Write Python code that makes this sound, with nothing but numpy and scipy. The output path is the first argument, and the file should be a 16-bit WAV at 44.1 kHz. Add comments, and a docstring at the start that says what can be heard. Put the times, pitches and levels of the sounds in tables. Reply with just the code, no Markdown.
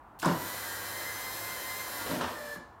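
"""A small brush motor slides a sunroof panel shut, on a stand in a workshop.
The glass breaks loose with a clunk; commutator whine, brush hiss and track noise follow the shaft
at about 100 turns a second. Sliding parts squeal, small metal parts snap. The motor drops to a creep,
the panel judders up its ramps into the seal, and the motor stops.
Short room tail, soft steady background, mono."""
import sys
import numpy as np
from scipy import signal
from scipy.fft import rfft, irfft, next_fast_len
from scipy.io import wavfile
from scipy.ndimage import map_coordinates

SR = 44100
rng = np.random.default_rng(int(sys.argv[2]) if len(sys.argv) > 2 else 0)


def log_audio(samples):
    """Write samples as a 16-bit WAV file to the path given in sys.argv[1]."""
    # one column per channel
    frames = np.atleast_2d(samples).T
    # limit to full scale, then quantise
    limited = np.clip(frames, -1, 1)
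    pcm = np.round(limited * 32767).astype(np.int16)
    wavfile.write(sys.argv[1], SR, pcm)


N = 123479
TIME_S = np.arange(N) / SR


def drive():
    """Motor and track, all locked to one shaft, in the room."""
    turns, slow, run_up, power = shaft()
    whine = (1 - slow) * run_up * commutator_whine(turns)
    whir = power * motor_whir(turns, slow, run_up)
    noise = power * (brush_hiss(turns, slow, run_up) + track_noise(turns, slow, run_up))
    return workshop(whine, wet_db=-9) + workshop(whir, wet_db=-4) + workshop(noise, wet_db=-6)


# Shaft speed in three phases: time_s, speed_hz
SPIN_UP_SPEED = [(.19, 61.84), (.26, 89.85), (.37, 98.2)]
CRUISE_SPEED = [(0.5, 99.3), (0.604, 101.2), (0.816, 100.2), (0.926, 103.1), (1.062, 102.7), (1.138, 103.2),
                (1.336, 103.3), (1.37, 105.3), (1.608, 102.5), (1.802, 104), (1.956, 101.1), (2.08, 101.6)]
CREEP_SPEED = [(2.15, 97.48), (2.23, 62.74), (2.42, 59.26), (2.559, 57.47), (2.7, 44.9)]
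ON_S, OFF_S, RISE_S, STOP_DB_PER_S = 0.1894, 2.55, 0.28, 482
CREEP_HZ, CRUISE_HZ, SPEED_JITTER = 60, 100, 0.00399

def shaft():
    """Turns made, slowness (0 cruise, 1 creep), run-up (0-1) and power gate."""
    speed_hz = timeline(SPIN_UP_SPEED + CRUISE_SPEED + CREEP_SPEED)
    turns = np.cumsum(speed_hz * (1 + SPEED_JITTER * wobble(40))) / SR
    run_up = np.clip((TIME_S - ON_S) / RISE_S, 0, 1)
    slow = np.interp(speed_hz, [CREEP_HZ, CRUISE_HZ], [1, 0]) * (TIME_S > CRUISE_SPEED[-1][0])
    power = (TIME_S > ON_S) * amp(-STOP_DB_PER_S * np.maximum(TIME_S - OFF_S, 0))
    return turns, slow, run_up, power


# Whine envelopes at twice the bar rate and at the bar rate: time_s, relative_db
OCTAVE_LEVEL = [(0.3, -40.5), (.49, -51), (.535, -36.5), (.57, -65), (.64, -39), (.7, -62), (.78, -50),
                (.85, -50), (1.07, -41.5), (1.17, -56), (1.28, -39), (1.36, -55), (1.5, -40), (1.62, -43.5),
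                (1.83, -42), (1.91, -58), (1.96, -46), (2.15, -47)]
BAR_LEVEL = [(.52, -44.5), (.62, -61), (1.12, -50.5), (1.27, -49), (1.97, -45.5), (2.15, -54)]
BARS, WHINE_DB, WAVER_DB = 10, -3.8, 2.1

def commutator_whine(turns):
    """Two wavering tones from the commutator bars; the upper octave leads."""
    def tone(envelope, order):
        gain = amp(WHINE_DB + timeline(envelope) + WAVER_DB * wobble(35.37))
        return gain * np.sqrt(2) * np.sin(2 * np.pi * order * turns)
    return tone(OCTAVE_LEVEL, 2 * BARS) + tone(BAR_LEVEL, BARS)


# Motor harmonics at cruise, at creep and against the seal: shaft_order, relative_db
CRUISE_LINES = [(1, -59.5), (9, -61), (11, -59), (14, -61), (15, -56.5), (16, -53), (17, -58.5), (18, -55),
                (19, -58.5), (30, -65), (42, -67), (51, -64), (52, -64), (60, -63), (70, -67)]
CREEP_LINES = [(4, -57), (8, -55), (9, -54), (10, -46), (20, -58), (40, -61), (50, -66), (60, -64),
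               (90, -68), (120, -69)]
SEAL_LINES = [(29, -48), (30, -44.5)]
CRUISE_DB, CREEP_DB = 0.5, -2
SEATED_S, SWELL_DB_PER_S, STRAIN_DB = 2.432, 59, 1

def motor_whir(turns, slow, run_up):
    """Cruise harmonics crossfade to creep; rough lines swell until the seal is pressed home."""
    pressing = amp(STRAIN_DB * wobble(110) - SWELL_DB_PER_S * np.maximum(SEATED_S - TIME_S, 0))
    creep = harmonics(turns, CREEP_LINES, flutter_db=0.5)
    creep += pressing * harmonics(turns, SEAL_LINES, flutter_db=0.5)
    cruise = harmonics(turns, CRUISE_LINES, flutter_db=3)
    return amp(CRUISE_DB) * (1 - slow) * run_up * cruise + amp(CREEP_DB) * slow * creep


def harmonics(turns, lines, flutter_db):
    """Shaft orders, each fluttering on its own."""
    out = np.zeros(N)
    for order, db in lines:
        gain = np.sqrt(2) * amp(db + flutter_db * wobble(8.65))
        out += gain * np.sin(2 * np.pi * (order * turns + rng.random()))
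    return out


# Motor housing resonances: centre_hz, half_width_hz, lift_db
HOUSING_MODES = [(3100, 170, 3.5), (4170, 320, 4), (5230, 170, 6), (6250, 170, 4.5), (7080, 180, 4),
                 (8950, 200, 3), (9800, 200, 2), (11380, 260, 5.5), (12480, 320, 4.5), (14330, 300, 4.5)]
# Brush contact spectrum: freq_hz, density_db
BRUSH_SPECTRUM = [(1300, -23), (2300, -5), (4200, -2), (5600, -5.5), (7800, -6), (9700, -3), (10700, -5.5),
                  (13000, -2.5), (15700, -6)]
BRUSH_DB, BRUSH_CREEP_DB, BRUSH_START_DB = -40.5, -10.5, -9.5

def brush_hiss(turns, slow, run_up):
    """Brushes rub and the housing resonates; softer at switch-on and at creep."""
    def housing(hz):
        return amp(sum(db * np.exp(-((hz - centre) / width) ** 2) for centre, width, db in HOUSING_MODES))
    level_db = BRUSH_DB + BRUSH_CREEP_DB * slow + BRUSH_START_DB * (1 - run_up) + 0.44 * wobble(13.92)
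    hiss = filtered(rubbing(turns, repeat_share=0.8), housing)
    return amp(level_db) * coloured(hiss, BRUSH_SPECTRUM)


# Gear and shoe spectrum: freq_hz, density_db
TRACK_SPECTRUM = [(30, -42), (70, -24), (130, -9.5), (250, -7), (330, -2), (420, -5), (560, -0.5),
                  (750, -2.5), (1000, -3), (1350, -3.5), (1700, -3.5), (2060, -5.5), (2200, -13.5),
                  (3000, -36), (6000, -62)]
TRACK_DB, TRACK_CREEP_DB = -45, -5

def track_noise(turns, slow, run_up):
    """Gears and sliding shoes rub in the track; softer at creep."""
    friction = coloured(rubbing(turns, repeat_share=0.23), TRACK_SPECTRUM)
    return amp(TRACK_DB + TRACK_CREEP_DB * slow) * run_up * friction


def rubbing(turns, repeat_share, orders=260, burst_db=1.5):
    """Contact noise: one rough surface passes every turn, mixed with fresh noise, in uneven bursts."""
    def each_turn(profile):
        return np.interp(turns % 1, np.arange(len(profile)) / len(profile), profile, period=1)
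    roughness = rng.standard_normal(orders) + 1j * rng.standard_normal(orders)
    surface = each_turn(unit(irfft(np.r_[0, roughness], 4096)))
    bursts = amp(burst_db * each_turn(unit(rng.standard_normal(40))))
    fresh = rng.standard_normal(N)
    return bursts * (np.sqrt(repeat_share) * surface + np.sqrt(1 - repeat_share) * fresh)


# Blows on the frame: start_s, thud_db, clack_db, tick_db
BLOWS = [(0.219, -50, -41, -42), (.229, -54, -21.5, -43), (.247, -54, -20, -39), (.257, -23.5, -25, -38),
         (0.263, -22, -26, -53), (.276, -30, -28, -41), (0.287, -24, -27.5, -54), (.341, -41, -35, -61),
         (2.012, -41, -38, -45), (2.094, -27.5, -35, -50), (2.109, -25, -32, -41), (2.165, -38, -37, -45),
         (2.21, -34, -27.5, -39), (2.226, -44, -28.5, -44), (2.243, -49, -31, -46), (2.28, -46, -35, -52),
         (2.559, -40, -42, -58)]
# Panel thud, guide clack and guide tick spectra: freq_hz, density_db
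THUD_SPECTRUM = [(30, -63), (85, -42), (125, -7.5), (172, 4.5), (205, -5.5), (250, -1), (330, 0),
                 (430, -12), (600, -4.5), (1000, -39), (3000, -59)]
CLACK_SPECTRUM = [(100, -16.5), (350, -3), (560, -9.5), (800, -1), (980, 8), (1200, 0), (1450, -2),
                  (1900, -10.5), (2500, -22), (8000, -37)]
TICK_SPECTRUM = [(500, -30), (2000, 1.5), (3500, 4), (5200, -1), (9000, -8.5), (15000, -25)]
# Frame modes: pitch_hz, relative_db, t60_s
FRAME_MODES = [(91.44, -4.5, 0.67), (173.6, 2, 0.26), (247.3, 1, 0.42), (332.2, -3.5, 0.34),
               (539, -8.5, 0.26), (1014, -10, 0.093)]
THUD_T60_S, CLACK_T60_S, TICK_T60_S, RING_RE_THUD_DB = 0.081, 0.06, 0.13, -15

def knocks():
    """Each blow thuds the panel, rings the frame, and clacks and ticks in the guides."""
    out = np.zeros(N + 2 * SR)
    t = np.arange(SR * 3 // 4) / SR
    def burst(spectrum, t60_s):
        noise = rng.standard_normal(len(t)) * fade(t, t60_s)
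        return signal.fftconvolve(noise, impulse_response(spectrum))[:len(t)]
    for start_s, thud_db, clack_db, tick_db in BLOWS:
        blow = amp(thud_db) * burst(THUD_SPECTRUM, THUD_T60_S)
        blow += amp(clack_db) * burst(CLACK_SPECTRUM, CLACK_T60_S)
        blow += amp(tick_db) * burst(TICK_SPECTRUM, TICK_T60_S)
        ring = sum(amp(db) * np.sin(2 * np.pi * hz * t) * rng.choice([-1, 1]) * fade(t, t60_s)
                   for hz, db, t60_s in FRAME_MODES)
        blow += amp(thud_db + RING_RE_THUD_DB) * ring
        out[round(start_s * SR):][:len(t)] += workshop(blow, wet_db=-1.5)
    return out[:N]


# Rubber seal friction spectrum: freq_hz, density_db
SCRAPE_SPECTRUM = [(30, -36), (65, 2), (200, -2.5), (500, 4.5), (1200, -1), (2200, -9), (3300, -9),
                   (6000, -51)]
SCRAPE_FROM_S, SCRAPE_TO_S, SCRAPE_FADE_S = 2.1, 2.27, 0.067
SCRAPE_DB, JUDDER_DB = -40.5, 2.8

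def seal_scrape():
    """The panel judders up the ramps against the rubber seal."""
    inside_s = np.minimum(TIME_S - SCRAPE_FROM_S, SCRAPE_TO_S - TIME_S)
    contact = np.clip(1 + inside_s / SCRAPE_FADE_S, 0, 1)
    judder = amp(SCRAPE_DB + JUDDER_DB * wobble(120))
    friction = coloured(rng.standard_normal(N), SCRAPE_SPECTRUM)
    return workshop(contact * judder * friction, wet_db=-6)


# Relay, latch and guide snaps: start_s, level_db, centre_hz, half_width_hz
METAL_SNAPS = [(.198, -40, 6000, 6000), (.226, -40.5, 5100, 220), (.226, -43, 7600, 250),
               (.248, -39, 5150, 350), (.257, -35, 8700, 2200), (.276, -40, 4200, 1500),
               (2.107, -39, 4000, 700), (2.213, -37, 3500, 600), (2.242, -39, 2950, 400)]

def snaps():
    """Small metal parts crack and ping, one resonance each."""
    out = np.zeros(N)
    for start_s, db, centre_hz, width_hz in METAL_SNAPS:
        ring = filtered(rng.standard_normal(N), lambda hz: 1 / (1 + ((hz - centre_hz) / width_hz) ** 2))
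        decay = (TIME_S >= start_s) * fade(np.abs(TIME_S - start_s), t60_s=0.035)
        out += amp(db) * unit(ring) * decay
    return workshop(out, wet_db=-10)


# Squeals of the sliding parts: centre_s, length_s, pitch_hz, peak_db, scatter_ratio
SLIDE_SQUEALS = [(.44, 0.14, 12770, -47, .001), (.45, .14, 8840, -54, .001), (1.37, 0.36, 12480, -48, .02),
                 (1.77, .18, 12450, -50, .02)]

def squeals():
    """Sliding parts sing briefly: a thin tone, or a hiss when the pitch scatters widely."""
    out = np.zeros(N)
    for centre_s, length_s, pitch_hz, peak_db, scatter in SLIDE_SQUEALS:
        swell = np.cos(np.pi * np.clip((TIME_S - centre_s) / length_s, -0.5, 0.5))
        cycles = np.cumsum(pitch_hz * (1 + scatter * wobble(500))) / SR
        out += amp(peak_db) * swell * np.sin(2 * np.pi * cycles)
    return out


# Workshop decay: freq_hz, t60_s
ROOM_DECAY = [(100, 0.39), (500, 0.53), (2000, 0.51), (6000, 0.5), (15000, 0.14)]

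def workshop(x, wet_db):
    """Diffuse room tail after 5 ms, total power kept."""
    hz, t, bands = signal.stft(rng.standard_normal(SR * 3 // 4), SR, nperseg=256)
    tail = signal.istft(bands * fade(t, along(ROOM_DECAY, hz)[:, None]), SR, nperseg=256)[1]
    response = np.r_[np.zeros(SR // 200), tail / np.linalg.norm(tail)]
    echo = signal.fftconvolve(x, response)[:len(x)]
    return (x + amp(wet_db) * echo) / np.hypot(1, amp(wet_db))


# Workshop background spectrum: freq_hz, density_db
BACKGROUND_SPECTRUM = [(22, -60), (32, -13), (52, 2), (170, -9.5), (300, -7.5), (500, -13), (800, -3),
                       (1000, -2), (1720, -15.5), (2050, -23), (5200, -42)]

def background(level_db=-53.5):
    """Soft, steady, dull noise."""
    return amp(level_db) * coloured(rng.standard_normal(N), BACKGROUND_SPECTRUM)


def amp(db):
    """Decibels to gain."""
    return 10 ** (np.asarray(db) / 20)


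def unit(x):
    """Scaled to rms 1."""
    return x / np.sqrt(np.mean(x ** 2) + 1e-20)


def timeline(points):
    """(time_s, value) points read at every sample."""
    return np.interp(TIME_S, *np.transpose(points))


def along(points, hz):
    """(freq_hz, value) points read on a log axis."""
    freq_hz, values = np.transpose(points)
    return np.interp(np.log(hz + 1), np.log(freq_hz + 1), values)


def wobble(rate_hz):
    """Smooth random curve, rate_hz knots a second."""
    return map_coordinates(rng.standard_normal(1024), [np.arange(N) * rate_hz / SR], mode="wrap")


def fade(t, t60_s):
    """Exponential decay."""
    return np.exp(-np.log(1000) * t / t60_s)


def filtered(x, response):
    """Zero-phase filter with gain response(hz)."""
    size = next_fast_len(N + SR // 2)
    return irfft(rfft(x, size) * response(np.fft.rfftfreq(size, 1 / SR)), size)[:N]


def coloured(x, spectrum):
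    """x shaped by the spectrum, at rms 1."""
    return unit(filtered(x, lambda hz: amp(along(spectrum, hz))))


def impulse_response(spectrum, size=4096):
    """Minimum-phase response of energy 1."""
    cepstrum = irfft(np.log(amp(along(spectrum, np.fft.rfftfreq(size, 1 / SR)))))
    causal = np.r_[cepstrum[0], 2 * cepstrum[1:size // 2]]
    response = irfft(np.exp(rfft(causal, size)))
    return response / np.linalg.norm(response)


def scene():
    """Mechanism over background, both channels alike."""
    mono = background() + drive() + squeals() + snaps() + knocks() + seal_scrape()
    return np.array([mono, mono])


LOW_CUT_HZ, TOP_HZ = 36, 15850

def record(dry):
    """Deep-bass roll-off and hard band limit."""
    def passband(hz):
        return (hz < TOP_HZ) * hz ** 4 / (hz ** 4 + LOW_CUT_HZ ** 4)
    return np.array([filtered(channel, passband) for channel in dry])


dry = scene()
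out = record(dry)
log_audio(out)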